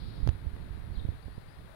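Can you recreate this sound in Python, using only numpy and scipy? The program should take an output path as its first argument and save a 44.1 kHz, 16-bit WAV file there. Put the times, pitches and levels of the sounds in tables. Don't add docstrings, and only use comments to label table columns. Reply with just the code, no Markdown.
import sys
import numpy as np
from scipy import signal
from scipy.fft import rfft, irfft
from scipy.io import wavfile
from scipy.ndimage import uniform_filter1d

SR = 44100
rng = np.random.default_rng(int(sys.argv[2]) if len(sys.argv) > 2 else 0)


def wav_record(signal):
    frames = np.transpose(np.atleast_2d(signal))
    bounded = np.clip(frames, -1, 1)
    quanta = np.round(bounded * 32767).astype(np.int16)
    wavfile.write(sys.argv[1], SR, quanta)


N = 77175

# (frequency [Hz], relative level [dB])
TRAFFIC_LEFT_TONE = [(20, -8), (60, -5), (110, -0.5), (220, -18.5), (400, -17), (700, -16), (1100, -18.5),
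                     (1800, -19), (2900, -28.5), (4100, -25.5), (5000, -35.5), (6000, -46.5), (9000, -56)]
TRAFFIC_RIGHT_TONE = [(20, -12), (110, 1), (250, -3), (550, -9), (1000, -16.5), (2000, -23.5), (4000, -29),
                      (6000, -59)]
SWELL_TONE = [(280, -20), (440, -10), (600, 1), (760, -12), (1100, -11), (1700, -9), (2600, -34.5)]
HIGH_HISS_TONE = [(2000, -53), (3200, -5.5), (3900, 1), (4600, -0.5), (5200, -7.5), (5900, -32),
                  (9000, -62)]
WIND_LEFT_TONE = [(15, -36), (50, -15.5), (100, 2.5), (180, -7), (300, -9.5), (450, -16), (1000, -40),
                  (3000, -56)]
WIND_RIGHT_TONE = [(15, -9.5), (35, -5), (65, -3), (100, -7.5), (170, -14.5), (260, -25), (500, -37),
                   (1000, -55.5), (3000, -70), (6000, -74)]
FIZZ_TONE = [(100, 19.5), (500, -25), (1300, 1), (3000, 1.5), (5800, -6), (8000, -13), (15000, -22)]
MIC_HISS_TONE = [(1000, -21), (6500, -7.5), (8500, 0.5), (9800, 10.5), (11200, 1), (15500, -2)]

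# (time [s], level [dB])
TRAFFIC_LEFT_LOUDNESS = [(0, -50.5), (.3, -50), (.7, -50), (1.1, -50.5), (1.5, -50.5), (1.75, -51)]
TRAFFIC_RIGHT_LOUDNESS = [(0, -59), (.22, -50), (.45, -61.5), (1.1, -63.5), (1.75, -62)]
SWELL_LOUDNESS = [(1.62, -85), (1.685, -57), (1.75, -54.5)]
HIGH_HISS_LOUDNESS = [(0, -56.5), (.09, -58), (.2, -60), (.35, -70.5), (.6, -111)]
WIND_LOUDNESS = [(0, -39.5), (.2, -35), (.3, -38), (.42, -39.5), (.6, -37), (.8, -39), (.98, -36.5),
                 (1.12, -37), (1.21, -49.5), (1.34, -46), (1.44, -48.5), (1.54, -51), (1.6, -40.5),
                 (1.75, -56)]

# (start [s], length [s], level [dB], first pitch [Hz], middle pitch [Hz],
# last pitch [Hz], rasp [share of pitch])
BIRD_NOTES = [(0.928, 0.041, -63, 3850, 4620, 3960, 0.038), (0.953, 0.019, -52, 3503, 4050, 3500, 0.059),
              (0.978, 0.0098, -57.5, 3400, 3160, 3250, 0.026), (.990, 0.019, -50, 3400, 3760, 3370, .045),
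              (1.223, 0.011, -57, 4280, 4530, 4300, 0.043), (1.271, .12, -69, 3940, 4600, 5050, .015),
              (1.47, 0.065, -66.5, 4700, 4870, 5130, .02)]
# (start [s], level [dB], treble cutoff [Hz], extra gain on the left [dB])
PRESSURE_DROPS = [(.275, -15, 1190, -16), (0.2907, -17.5, 1700, -12.5), (0.5652, -34, 3500, -17.5),
                  (1.056, -32, 587, -40), (1.0867, -26, 505, -40), (1.282, -27, 656, -40),
                  (1.382, -28.5, 650, -40)]
# (start [s], level [dB], pitch [Hz], fade time [s], treble cutoff [Hz], side [L or R])
AIR_SWIRLS = [(.228, -14.5, 52, 0.019, 200, "R"), (0.2636, -16, 118.8, 0.018, 340, "R"),
              (0.288, -7, 72, 0.01, 404, "R"), (0.35, -22, 67.4, 0.0071, 250, "R"),
              (.466, -16, 67, 0.012, 297, "R"), (0.531, -25.5, 57.3, .02, 200, "R"),
              (0.705, -20, 58.4, 0.01, 250, "R"), (0.911, -27.5, 68.5, 0.011, 250, "R"),
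              (0.974, -19, 59.4, 0.0099, 260, "R"), (1.05, -12, 86, 0.0038, 625, "R"),
              (1.087, -13.5, 73.6, 0.014, 590, "R"), (1.256, -27, 67, 0.012, 300, "R"),
              (1.279, -34, 110, 0.011, 600, "R"), (1.378, -20.5, 87, 0.0042, 600, "R"),
              (1.481, -34, 126, 0.011, 200, "L")]

HIGH_HISS_RIGHT_DB = -25
BIRD_RIGHT_DB, ECHO_DB, ECHO_FADE_S = -28, -2, 0.54
CRACK_FADE_S, FIZZ_FADE_S, FIZZ_SHARE = .002, .0011, 0.074
WIND_LEFT_DB, FLUTTER_DB = -11, 2
MIC_LEFT_DB, MIC_RIGHT_DB, MIC_CUTOFF_HZ = -69.5, -73.5, 15750


def gain(db):
    return 10 ** (np.asarray(db) / 20)


def loudness_curve(points):
    return gain(np.interp(np.arange(N) / SR, *np.array(points).T))


def noise(tone):
    hz, db = np.array(tone).T
    frequencies = np.maximum(np.arange(N // 2 + 1) * SR / N, 1)
    shape = gain(np.interp(np.log(frequencies), np.log(hz), db))
    sound = irfft(rfft(rng.standard_normal(N)) * shape, N)
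    return sound / sound.std()


def wobble(rate):
    hold = max(int(SR / rate), 2)
    values = rng.standard_normal(N)[np.arange(N) // hold]
    for _ in range(2):
        values = uniform_filter1d(values, hold, mode="constant")
    return values / values.std()


def muffle(sound, cutoff_hz):
    return signal.sosfilt(signal.butter(2, min(cutoff_hz, SR / 3), fs=SR, output="sos"), sound)


def traffic():
    left = noise(TRAFFIC_LEFT_TONE) * loudness_curve(TRAFFIC_LEFT_LOUDNESS)
    right = noise(TRAFFIC_RIGHT_TONE) * loudness_curve(TRAFFIC_RIGHT_LOUDNESS)
    return np.array([left, right])


def hollow_swell():
    left = noise(SWELL_TONE) * loudness_curve(SWELL_LOUDNESS)
    return np.array([left, np.zeros(N)])


def high_hiss():
    left = noise(HIGH_HISS_TONE)
    right = gain(HIGH_HISS_RIGHT_DB) * noise(HIGH_HISS_TONE)
    return np.array([left, right]) * loudness_curve(HIGH_HISS_LOUDNESS)


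def street_echo(sound):
    t = np.arange(N) / SR
    build_up = 1 - np.exp(-t / 0.0047)
    tail = rng.standard_normal((2, N)) * np.exp(-np.log(1000) * t / ECHO_FADE_S) * build_up
    tail /= np.sqrt(np.sum(tail ** 2, axis=1, keepdims=True))
    return signal.fftconvolve(sound[None], tail, axes=1)[:, :N]


def bird():
    t, song = np.arange(N) / SR, np.zeros(N)
    waver = wobble(900)
    for start, length, db, first_hz, middle_hz, last_hz, rasp in BIRD_NOTES:
        progress = np.clip((t - start) / length, 0, 1)
        pitch_bend = np.polyfit([0, .5, 1], [first_hz, middle_hz, last_hz], 2)
        hz = np.polyval(pitch_bend, progress) * (1 + rasp * waver)
        fade_in_out = np.sqrt(np.abs(np.sin(np.pi * progress)))
        song += gain(db) * fade_in_out * np.sin(2 * np.pi * np.cumsum(hz) / SR)
    return (song + gain(ECHO_DB) * street_echo(song)) * gain([[0], [BIRD_RIGHT_DB]])


def wind_crackles():
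    t, out = np.arange(N) / SR, np.zeros((2, N))
    for start, db, cutoff_hz, left_db in PRESSURE_DROPS:
        jump = gain(db) * (t >= start)
        age = np.maximum(t - start, 0)
        out[0] += gain(left_db) * jump * np.exp(-age / FIZZ_FADE_S) * noise(FIZZ_TONE)
        suction = jump * np.exp(-age / CRACK_FADE_S)
        out[1] -= muffle(suction * (1 + FIZZ_SHARE * noise(FIZZ_TONE)), cutoff_hz)
    return out


def wind_rumble():
    right = noise(WIND_RIGHT_TONE) * gain(FLUTTER_DB * wobble(23.8))
    left = gain(WIND_LEFT_DB) * noise(WIND_LEFT_TONE)
    return np.array([left, right]) * loudness_curve(WIND_LOUDNESS)


def wind_thumps():
    t, out = np.arange(N) / SR, np.zeros((2, N))
    for start, db, hz, fade_s, cutoff_hz, side in AIR_SWIRLS:
        age = np.maximum(t - start, 0)
        push = np.sin(2 * np.pi * hz * age) * np.exp(-age / fade_s)
        out["LR".index(side)] += gain(db) * muffle(push, cutoff_hz)
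    return out


def scene():
    wind = wind_rumble() + wind_thumps() + wind_crackles()
    return wind + traffic() + hollow_swell() + high_hiss() + bird()


def record(dry):
    left_hiss = gain(MIC_LEFT_DB) * noise(MIC_HISS_TONE)
    right_hiss = gain(MIC_RIGHT_DB) * rng.standard_normal(N)
    treble_cut = signal.ellip(10, .1, 80, MIC_CUTOFF_HZ, fs=SR, output="sos")
    return signal.sosfilt(treble_cut, dry + np.array([left_hiss, right_hiss]))


dry = scene()
out = record(dry)
wav_record(out)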